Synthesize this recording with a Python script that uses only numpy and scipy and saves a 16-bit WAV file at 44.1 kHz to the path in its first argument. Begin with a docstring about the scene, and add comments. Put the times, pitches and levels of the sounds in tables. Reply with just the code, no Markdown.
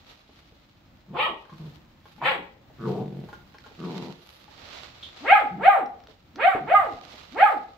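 """A puppy in a wooden barn gives two hoarse barks, grunts and growls, then yaps five times at a dog on a hay bale.
Each bark is an arch of pitch: harmonics and breathy air, with strong-weak beats of the folds near the top.
Grunts and growls are uneven pulse trains through chest, throat and mouth.
Litter mates' kibble rings a plastic pan; soft low bumps, scuffs and rustling straw are filtered noise.
Scattered echoes give the barn, over a low rumble and hiss, with a brief extra rumble near the start."""
import sys
import numpy as np
from scipy import signal
from scipy.fft import rfft, irfft, next_fast_len
from scipy.io import wavfile
from scipy.ndimage import uniform_filter1d, minimum_filter1d

SR = 44100
rng = np.random.default_rng(int(sys.argv[2]) if len(sys.argv) > 2 else 0)


def store_pcm(level_fs):
    """Save levels as 16-bit WAV."""
    pcm = np.round(np.clip(level_fs, -1, 1) * 32767).astype(np.int16)
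    wavfile.write(sys.argv[1], SR, np.atleast_2d(pcm).T)


N = 342657
TIME = np.arange(N) / SR

# Hoarse barks: (top of arch [s], rise [s], fall [s], top pitch [Hz], level [dB], jaw gape [dB],
# jaws part before top [s], folds break at [s], beating width [s], beat strength [dB],
# change of fundamental in the break [dB], period jitter at 800 Hz [fraction], left minus right [dB])
HOARSE_BARK_EVENTS = [ (1.238, .09, 0.053, 636, -30, 5, 0.071, 1.19, 0.032, -6, -8.5, 0.00776, 1),
                      (2.284, .074, 0.081, 561.3, -32, 2.5, 0.044, 2.255, .07, -2.5, 7.5, 0.00814, 2)]
# Yaps: (top of arch [s], rise [s], fall [s], top pitch [Hz], level [dB], jaw gape [dB],
# jaws part before top [s], folds break at [s], beating width [s], beat strength [dB],
# change of fundamental in the break [dB], period jitter at 800 Hz [fraction], left minus right [dB])
YAP_EVENTS = [ (5.355, .099, .07, 856, -16, 14.5, 0.095, 5.354, 0.027, -1.5, -7.5, 0.0067, 1),
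              (5.702, 0.094, .1, 818.3, -15.5, 8.5, 0.075, 5.699, 0.081, -3, 2.5, 0.0054, .3),
              (6.488, .1, .085, 779.2, -18.5, 12, 0.098, 6.486, .03, -4.5, -13.5, .011, -.9),
              (6.759, .083, .12, 828.3, -18.5, 5.5, 0.089, 6.748, 0.058, 6, 1.5, 0.0056, -0.5),
              (7.455, .09, .08, 863, -14.5, 7, 0.088, 7.46, 0.032, -2, -10, .004, -.3)]
# Throat colour of each hoarse bark, one curve per bark: (frequency [Hz], level [dB])
HOARSE_THROAT_CURVES = [
    [(70, -26), (150, 1.5), (550, 0.5), (800, 5), (1280, 2), (1480, -25), (1900, -6.5), (2100, -10.5),
     (3050, -8.5), (4400, -29), (5900, -56), (8300, -44.5), (10000, -53), (12500, -39), (15500, -73)],
    [(70, -35), (150, 5), (550, -7), (880, 3), (1280, -6), (1500, -4.5), (1920, 3.5), (2700, -4.5),
     (3200, -8.5), (4200, -18.5), (5900, -48.5), (8300, -37.5), (10000, -52), (12500, -22.5), (15500, -62)],
]
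# Rounder throat colour shared by the yaps: (frequency [Hz], level [dB])
YAP_THROAT_CURVE = [(70, -33.5), (180, 0.5), (450, -7.5), (620, -6), (790, 2.5), (1020, -17), (1250, -6),
                    (1650, -10.5), (2250, -15), (2900, -30), (4000, -39.5), (6000, -63.5), (8000, -51),
                    (10000, -60.5), (12200, -47), (15500, -81)]
# Voice settings by name: swell [power of arch], *_db [dB], *_s [s], flutter [share], rasp_slope_db [dB]
HOARSE_SETTINGS = dict(swell=1, surge_db=0, shut_db=-24, lead_s=0.024, opening_s=0.1, closing_s=0.069, lips_db=3.5, flutter=0.44, rasp_db=-5.5, rasp_slope_db=-1)
YAP_SETTINGS = dict(swell=1.536, surge_db=10.5, shut_db=-19.5, lead_s=0.057, opening_s=0.059, closing_s=0.05, lips_db=3, flutter=0.2, rasp_db=-25, rasp_slope_db=15)
# Lines between the harmonics: (multiple of the pitch [ratio], level [dB])
HALF_LINE_LEVELS = [(1.5, 9), (2.5, 7.5), (5.5, -3)]
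# How much of the jaw movement reaches each overtone: (frequency [Hz], share [0-1])
JAW_SHARE_CURVE = [(1250, 0.16), (1550, 0.6), (2300, 1), (4500, 0.7), (7000, 0.11)]
# Growls and grunts: (start [s], length [s], attack [s], level [dB], pulse rate [1/s], unevenness [0-1],
# first mouth resonance [Hz], closed mouth resonance [Hz], mouth relative level [dB])
GROWL_EVENTS = [ (1.08, 0.063, 0.042, -37, 160, 0.19, 1000, 1000, -20),
                (1.515, 0.044, 0.0084, -41.5, 156, 0.18, 1170, 1090, -21),
                (1.589, 0.1, 0.01, -35.5, 155, .08, 1020, 1010, -25),
                (2.209, 0.047, 0.011, -41, 150, 0.17, 940, 950, 13.5),
                (2.775, 0.27, 0.1, -26.5, 122, .19, 1260, 710, -10),
                (3.035, .24, 0.027, -34.5, 40, .2, 720, 750, -24),
                (3.766, 0.365, .065, -31, 84, .09, 1194, 865, -12),
                (5.497, 0.14, 0.018, -36.5, 174, 0.12, 806, 848, -32),
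                (6.59, 0.078, .02, -42, 160, 0.17, 820, 800, -17)]
# Chest boom of the growls: (frequency [Hz], level [dB])
CHEST_CURVE = [(60, -24.5), (100, -23.5), (125, 3.5), (155, -1.5), (200, -4), (255, -9), (340, -10),
               (480, -16.5), (620, -25), (1000, -31), (2000, -36), (4000, -41), (8000, -51.5)]
# Kibble knocks: (time [s], level before KIBBLE_LIFT_DB [dB], favoured mode before detuning [Hz])
KIBBLE_EVENTS = [(1.454, -44, 1270), (1.496, -40, 1080), (1.527, -42, 1100), (2.056, -40.5, 1040),
                 (2.182, -45, 880), (3.288, -37, 853), (3.33, -32, 1416), (3.546, -39.5, 1290),
                 (3.643, -46, 1480), (3.663, -38, 810), (4.481, -44.5, 900)]
# Plastic pan: (mode before detuning [Hz], level before the spot boost [dB], 60 dB decay [s])
PAN_MODE_TABLE = [(640, -0.5, 0.026), (917, 3.5, 0.045), (1140, 3.5, 0.031), (1505, -3.5, 0.066),
                  (1690, -2, 0.065), (3220, -4, 0.013)]
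# Soft low bumps; from the third on they are paws landing: (time [s], dry peak level [dB])
BUMP_EVENTS = [(.292, -44), (.521, -49), (2.7, -45), (3.71, -44), (6.085, -43), (6.1, -44), (6.547, -22),
               (6.935, -34), (7.138, -42)]
# Paw scuffs: (time [s], length [s], dry level [dB], centre frequency [Hz])
SCUFF_EVENTS = [(5.023, 0.055, -47.5, 3410)]
# Straws snapping close by: (time [s], dry peak level [dB])
SNAP_EVENTS = [(3.541, -43), (3.584, -35.5), (5.8596, -44.5), (6.0018, -44.5), (6.037, -45), (6.071, -38.5),
               (6.3577, -36)]
# Snap colour: (frequency [Hz], level [dB])
SNAP_CURVE = [(200, -3.5), (1500, 3), (5500, -1), (7000, -20.5), (10000, -36), (15000, -25.5)]
# Puppies shifting in the straw: (loudest at [s], swell [s], fade [s], level before the overall lift [dB],
# fizz relative to body [dB], left minus right [dB])
RUSTLE_EVENTS = [ (.11, 0.076, 0.069, -53, -1, -3), (.38, 0.2, 0.27, -62, 0, -1),
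                 (1.68, 0.17, 0.092, -57.5, 3, -0.5), (2.079, .06, 0.2, -61, 6, -3),
                 (2.89, 0.068, 0.087, -52, 1, 0), (3.28, 0.13, 0.2, -62.5, 8, -6.5),
                 (3.982, 0.2, 0.15, -48, -2.5, -5), (4.3, 0.073, 0.11, -56.5, 9.5, -4),
                 (4.76, 0.15, 0.12, -44.5, -7, -7.5), (5.198, 0.28, .2, -50, -7, 0),
                 (6.112, 0.016, .04, -59, -3, -10), (7.169, 0.33, 0.33, -51.5, -4, -7.5)]
# Straw colour: (frequency [Hz], level [dB])
STRAW_CURVE = [(180, -32.5), (300, -5.5), (535, 0), (821, -0.5), (1090, -3), (1200, 1), (1670, -5),
               (1910, -3), (4070, -1.5), (7370, -19), (9290, -34.5), (11700, -19.5), (15500, -34)]
# Background colour: (frequency [Hz], level [dB])
FLOOR_CURVE = [(15, -32), (25, -11.5), (71, -3.5), (359, -13), (410, -27.5), (523, -19.5), (567, -18),
               (631, -19.5), (2010, -26.5), (7500, -43), (9300, -59.5), (15500, -38)]
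# Barn echo decay: (frequency [Hz], 60 dB decay [s])
BARN_DECAY = [(150, 0.3), (400, 0.63), (800, 0.51), (1300, 0.41), (2800, 0.41), (7300, 0.42)]

EDGE_HZ = 15700  # top of the audible band
SLACK_HZ = 151.4  # pitch of the folds at rest
BREAK_S = 0.0016  # how fast the folds slip into strong-weak beats
SURGE_LEAD_S, SURGE_S = 0.024, 0.021  # the fundamental surges ahead of the break
PARTING_S, MUFFLED_DB = 0.0077, -20.5  # how fast the jaws part, and how dull the voice is until then
LIPS_SHUT_HZ, LIPS_OPEN_HZ, LIPS_WIDTH_HZ = 810, 1310, 150
GROWL_ONSET_DB, GROWL_SAG_DB_PER_S = -10.5, -18  # a growl swells from here, then sags
MOUTH_CLOSES_AFTER_S, MOUTH_CLOSING_S = 0.092, 0.011
MOUTH_WIDTHS_HZ = 280, 600
GROWL_LOW_CUT_HZ = 120
KIBBLE_LIFT_DB = 2
SPOT_DB, SPOT_OCTAVES = 23, 0.096  # the spot that is hit favours the modes near one pitch
RESTING_STRAW_DB = -69.5  # before the overall lift
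CRACKS_PER_S, CRACK_SHARE = 500, 0.55
FLOOR_DB, FLOOR_DRIFT_DB = -57, 2.5
BRIEF_RUMBLE_S, BRIEF_RUMBLE_DB, BRIEF_RUMBLE_WIDTH_S = 0.4, 3.5, 0.13  # a brief extra low rumble


def amp(db):
    """Decibels to gain."""
    return 10 ** (np.asarray(db) / 20)


def unit(x):
    """Scales to rms 1."""
    return x / np.sqrt(np.mean(x ** 2) + 1e-20)


def read(points, hz):
    """Reads a curve on a log-frequency axis."""
    f, value = np.transpose(points)
    return np.interp(np.log(hz + 1), np.log(f + 1), value)


def colour(x, points):
    """Equalises a sound by a curve of (frequency [Hz], level [dB])."""
    n = next_fast_len(x.shape[-1] + 2048)
    gain = amp(read(points, np.fft.rfftfreq(n, 1 / SR)))
    return irfft(rfft(x, n) * gain, n)[..., :x.shape[-1]]


def wobble(n, hz):
    """Smooth random motion of rms 1 up to the given rate."""
    lowpass = signal.butter(2, hz, fs=SR, output="sos")
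    return unit(signal.sosfilt(lowpass, rng.standard_normal(n + 4096))[-n:])


def resonate(x, hz, width):
    """A resonance that follows the curve hz: shift to zero, smooth, shift back."""
    turn = np.exp(2j * np.pi * np.cumsum(hz * np.ones(len(x))) / SR)
    r = np.exp(-np.pi * width / SR)
    return 2 * (turn * signal.lfilter([1 - r], [1, -r], x / turn)).real


def hump(t, rise_s, fall_s):
    """A bell of height 1 at t = 0, with its own width on each side."""
    return np.exp(-(t / np.where(t < 0, rise_s, fall_s)) ** 2)


def step(x):
    """A smooth step from 0 to 1 around x = 0."""
    return 0.5 + 0.5 * np.tanh(x / 2)


def add(mix, s, sound, pan_db=0):
    """Places a sound in the stereo mix, tilted between left and right."""
    part = mix[:, round(s * SR):][:, :sound.shape[-1]]
    part += (sound * amp([[pan_db / 2], [-pan_db / 2]]))[:, :part.shape[1]]


def bark(row, throat, swell, surge_db, shut_db, lead_s, opening_s, closing_s, lips_db, flutter,
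         rasp_db, rasp_slope_db):
    """One arch of effort drives pitch, loudness and lips; harmonics, half lines and pulsing air pass the throat."""
    (top_s, rise_s, fall_s, top_hz, level_db, gape_db, parting_lead_s,
     break_s, beating_s, beat_db, lost_db, jitter, pan_db) = row
    t = np.arange(top_s - 0.18, top_s + 0.22, 1 / SR)
    arch = hump(t - top_s, rise_s, fall_s)
    hz = SLACK_HZ + (top_hz - SLACK_HZ) * arch

    # slack folds at low pitch beat less evenly
    unevenness = jitter * (800 / np.maximum(hz, 300)) ** 3
    turns = np.cumsum(hz * (1 + unevenness * wobble(len(t), 300))) / SR
    k = np.arange(2, 41)[:, None] / 2  # harmonics and the half lines between them
    line_hz = k * hz

    # near the top the folds break into strong-weak beats: lines grow between the harmonics
    broken = step((t - break_s) / BREAK_S)
    beats = broken * np.exp(-((t - break_s) / beating_s) ** 2) * amp(beat_db)
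    weight = np.where(k % 1, beats * amp(read(HALF_LINE_LEVELS, k)), 1) * (line_hz < EDGE_HZ)
    # the fundamental can surge before the break, and shifts in level after it
    surge = surge_db * hump(t - break_s + SURGE_LEAD_S, SURGE_S, SURGE_S)
    weight[0] *= amp(surge + lost_db * broken * arch ** 2)

    # the jaws are widest a little before the top; the upper resonances dull as they close
    jaw_db = gape_db + shut_db * (1 - hump(t - top_s + lead_s, opening_s, closing_s))
    jaw_db = jaw_db + MUFFLED_DB * step((top_s - parting_lead_s - t) / PARTING_S)
    # the lip resonance rises and falls with the arch
    lips_hz = LIPS_SHUT_HZ + (LIPS_OPEN_HZ - LIPS_SHUT_HZ) * arch
    lip_peak_db = lips_db * np.exp(-((line_hz - lips_hz) / LIPS_WIDTH_HZ) ** 2)
    shape_db = read(throat, line_hz) + lip_peak_db + jaw_db * read(JAW_SHARE_CURVE, line_hz)

    # the voice starts and ends as a dark low hum
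    slack = np.clip(2 - hz / 170, 0, 1)
    gain = weight * amp(shape_db - 33 * slack * np.log2(k))
    shimmer = 1 + flutter * np.array([wobble(len(t), 42) for _ in k])
    gain = gain * shimmer ** (k > 1.5)  # only above the first half line
    folds = (gain * np.cos(2 * np.pi * (k * turns + rng.random(k.shape)))).sum(0)

    # breath pulses with the folds, and its bright part follows the jaws
    air = colour(rng.standard_normal(len(t)) * (1 + 0.16 * np.cos(2 * np.pi * turns)), throat)
    hiss = colour(air, [(900, -17.5), (2500, 7)]) * amp(rasp_slope_db + jaw_db)
    voice = np.sqrt(2) * (folds + amp(rasp_db) * (1 - slack) * (air + hiss))
    loudness = amp(level_db) * arch ** swell * signal.windows.tukey(len(t), 0.05)
    return t[0], voice * loudness, pan_db


def growl(start, length, attack_s, level_db, hz, uneven, open_hz, closed_hz, mouth_db):
    """Slow uneven pulses boom in the chest and ring the throat and the closing mouth."""
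    t = np.arange(0, length, 1 / SR)
    onset_db = GROWL_ONSET_DB * np.maximum(1 - t / attack_s, 0)
    sag_db = GROWL_SAG_DB_PER_S * np.maximum(t - attack_s, 0)
    effort_db = level_db + onset_db + sag_db
    mouth_hz = open_hz + (closed_hz - open_hz) * step((t - MOUTH_CLOSES_AFTER_S) / MOUTH_CLOSING_S)

    # pulses of uneven timing and size, with breath fading after each
    turns = np.cumsum(hz * np.exp(1.4 * uneven * wobble(SR, 70)[:len(t)])) / SR
    size, air = rng.standard_normal((2, SR))[:, :len(t)]
    pulses = np.diff(np.floor(turns), prepend=0) * np.exp(uneven * size)
    pulses = signal.lfilter([1], [1, -np.exp(-2 * np.pi * 1500 / SR)], pulses)  # soften above 1500 Hz
    breath = (0.3 + 2.5 * uneven) * air * np.exp(-(turns % 1) / 0.7)
    drive = unit(pulses) + breath

    mouth = resonate(resonate(drive, mouth_hz, MOUTH_WIDTHS_HZ[0]), mouth_hz, MOUTH_WIDTHS_HZ[1])
    # the throat speaks up steeply as the growl swells
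    throat = unit(resonate(resonate(drive, 387, 84), 480, 160)) * amp(-0.5 + 4.3 * (effort_db + 26))
    # the higher grunts through a shut mouth are nearly a plain hum
    shut = np.clip((hz - 132) / 12, 0, 1)
    hum = np.cos(2 * np.pi * turns)
    chest = (1 - 0.4 * shut) * unit(colour(drive, CHEST_CURVE)) + 0.7 * shut * hum

    voice = chest + throat + amp(mouth_db) * unit(mouth)
    voice = voice * amp(effort_db) * signal.windows.tukey(len(t), 0.2)
    low_cut = signal.butter(N=4, Wn=GROWL_LOW_CUT_HZ, btype="high", fs=SR, output="sos")
    return start, signal.sosfilt(low_cut, voice)


def kibble(level_db, spot_hz):
    """A pellet rings the plastic pan's decaying modes, differently at each spot, with a short crunch."""
    t = np.arange(5000) / SR
    ring = np.zeros(len(t))
    for hz, db, t60 in PAN_MODE_TABLE:
        spot_db = SPOT_DB * np.exp(-(np.log2(hz / spot_hz) / SPOT_OCTAVES) ** 2)
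        detune = rng.uniform(0.92, 0.95)  # each mode sounds 5-8 % below the table
        ring += amp(db + spot_db - 60 * t / t60) * np.sin(2 * np.pi * hz * detune * t)
    crunch = amp(-60 * t / 0.077) * unit(colour(rng.standard_normal(len(t)), STRAW_CURVE))
    knock = unit(ring) + crunch
    return amp(level_db + KIBBLE_LIFT_DB) * knock / abs(knock).max()


def burst(peak_db, t60, points):
    """A dull or sharp impact with no ring: coloured noise with a quick rise and decay."""
    t = np.arange(3000) / SR
    rise = 1 - np.exp(-(12 * t / t60) ** 2)
    hit = colour(rng.standard_normal(len(t)), points) * amp(-60 * t / t60) * rise
    return amp(peak_db) * hit / abs(hit).max()


def scuff(length, level_db, hz):
    """A paw drags over stalks: a short band of hiss."""
    t = np.arange(0, length, 1 / SR)
    hiss = resonate(resonate(rng.standard_normal(len(t)), hz, 720), hz, 720)
    return amp(level_db) * unit(hiss * np.minimum(t / 0.0062, 1) * (1 - t / length))


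def stalks():
    """Countless stalks rub as steady noise and crackle as random clicks."""
    size = amp(4.5 * np.minimum(rng.exponential(1, N), 3.5))
    cracks = rng.standard_normal((2, N)) * (rng.random(N) < CRACKS_PER_S / SR) * size
    rub = unit(rng.standard_normal((2, N)))
    return unit(colour(rub + CRACK_SHARE * unit(cracks), STRAW_CURVE))


def straw():
    """Each shift of a puppy swells and fades in the straw, with more or less fizz on top."""
    body_power, fizz_power = np.full((2, 2, N), amp(RESTING_STRAW_DB) ** 2)
    for s, swell_s, fade_s, level_db, fizz_db, pan_db in RUSTLE_EVENTS:
        push = np.exp(-abs(TIME - s) / np.where(TIME < s, swell_s, fade_s))
        power = (push * amp([[level_db + pan_db / 2], [level_db - pan_db / 2]])) ** 2
        body_power = body_power + power
        fizz_power = fizz_power + power * amp(fizz_db) ** 2
    rustle = stalks()
    top = colour(rustle, [(6000, -40), (9500, 0)])
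    moving = (rustle - top) * np.sqrt(body_power) + top * np.sqrt(fizz_power)
    return moving * amp(2.5 + 1.6 * wobble(N, 17))  # overall lift and flicker [dB]


def floor():
    """Low noise alike at both ears and separate hiss at each, drifting together in level."""
    # the steady low noise swells for a moment: a brief extra low rumble
    brief = np.exp(-((TIME - BRIEF_RUMBLE_S) / BRIEF_RUMBLE_WIDTH_S) ** 2)
    shared = rng.standard_normal(N) * amp(BRIEF_RUMBLE_DB * brief)
    low_noise = colour(shared, [(300, 3), (3000, -7.5)])
    hiss = colour(rng.standard_normal((2, N)), [(150, -8), (600, 1.5), (3000, 3.0)])
    drift = amp(FLOOR_DRIFT_DB * wobble(N, 1.5))
    return amp(FLOOR_DB) * unit(colour(low_noise + hiss, FLOOR_CURVE)) * drift


def barn(x, wet_db):
    """Scattered echoes from plank walls, each band dying at its own speed."""
    t = TIME[:SR]
    taps = rng.choice([-1., 1.], (2, SR)) * (rng.random((2, SR)) < 3000 / SR) * (t > 0.002)
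    taps = taps * (1 + 2.03 * np.exp(-t / 0.026))  # the near wall and the floor answer first
    hz, frame_s, bands = signal.stft(taps, SR, nperseg=256)
    # low echoes are more alike at the two ears
    same = np.clip(read([(200, 0.97), (500, 0.4), (850, 0.4), (2000, 0)], hz), 0, 1)[:, None]
    bands[1] = same * bands[0] + np.sqrt(1 - same ** 2) * bands[1]
    decay = amp(-60 * frame_s / read(BARN_DECAY, hz)[:, None])
    tail = signal.istft(bands * decay, SR, nperseg=256)[1]
    tail = colour(tail / np.linalg.norm(tail[0]), [(400, 3.5), (800, 0.41), (1500, 3.2), (3000, 5.0)])
    return x + amp(wet_db) * signal.fftconvolve(x, tail, axes=1)[:, :N]


def scene():
    """The puppy across the pen, the feeding and the straw nearer by, over the background."""
    hoarse, yaps, growls, near, snaps = np.zeros((5, 2, N))
    for row, throat in zip(HOARSE_BARK_EVENTS, HOARSE_THROAT_CURVES):
        add(hoarse, *bark(row, throat, **HOARSE_SETTINGS))
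    for row in YAP_EVENTS:
        add(yaps, *bark(row, YAP_THROAT_CURVE, **YAP_SETTINGS))
    for row in GROWL_EVENTS:
        add(growls, *growl(*row))
    for s, level_db, spot_hz in KIBBLE_EVENTS:
        add(near, s, kibble(level_db, spot_hz))
    bump_curve = [(60, -17.0), (200, 17), (800, 5.5), (2500, -31.5), (8000, -47.5)]
    for s, peak_db in BUMP_EVENTS:
        add(near, s, burst(peak_db, t60=0.019, points=bump_curve))
    for s, length, level_db, hz in SCUFF_EVENTS:
        add(near, s, scuff(length, level_db, hz), pan_db=-3)
    for s, peak_db in SNAP_EVENTS:
        add(snaps, s, burst(peak_db, t60=0.012, points=SNAP_CURVE))

    puppy = barn(hoarse, wet_db=2.5) + barn(yaps, wet_db=0.0) + barn(growls, wet_db=-1.5)
    # each ear hears its own colour of the voice
    left = colour(puppy[0], [(900, -4.5), (1250, -8.5), (2200, -1.5), (3400, -6.0), (5000, -6.5),
                             (8000, 1.5), (10500, -19), (15000, -11.5)])
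    right = colour(puppy[1], [(900, -5.0), (1250, -6), (2200, -3.5), (3400, 3.0), (5000, -2.5),
                              (8000, -13.5), (10500, -4.5), (15000, 3.5)])
    voice = np.array([left, right])
    return voice + barn(near, wet_db=-1) + barn(snaps, wet_db=-9.5) + straw() + floor()


def record(dry):
    """A quick limiter pulls down peaks above 0.92 of full scale; then a low-pass sets the band limit."""
    allowed = np.minimum(1, 0.92 / (abs(dry).max(0) + 1e-9))
    limited = dry * uniform_filter1d(minimum_filter1d(allowed, size=441), size=441)
    lowpass = signal.firwin(511, EDGE_HZ, window=("kaiser", 9), fs=SR)
    return signal.oaconvolve(limited, lowpass[None], "same")


dry = scene()
out = record(dry)
store_pcm(out)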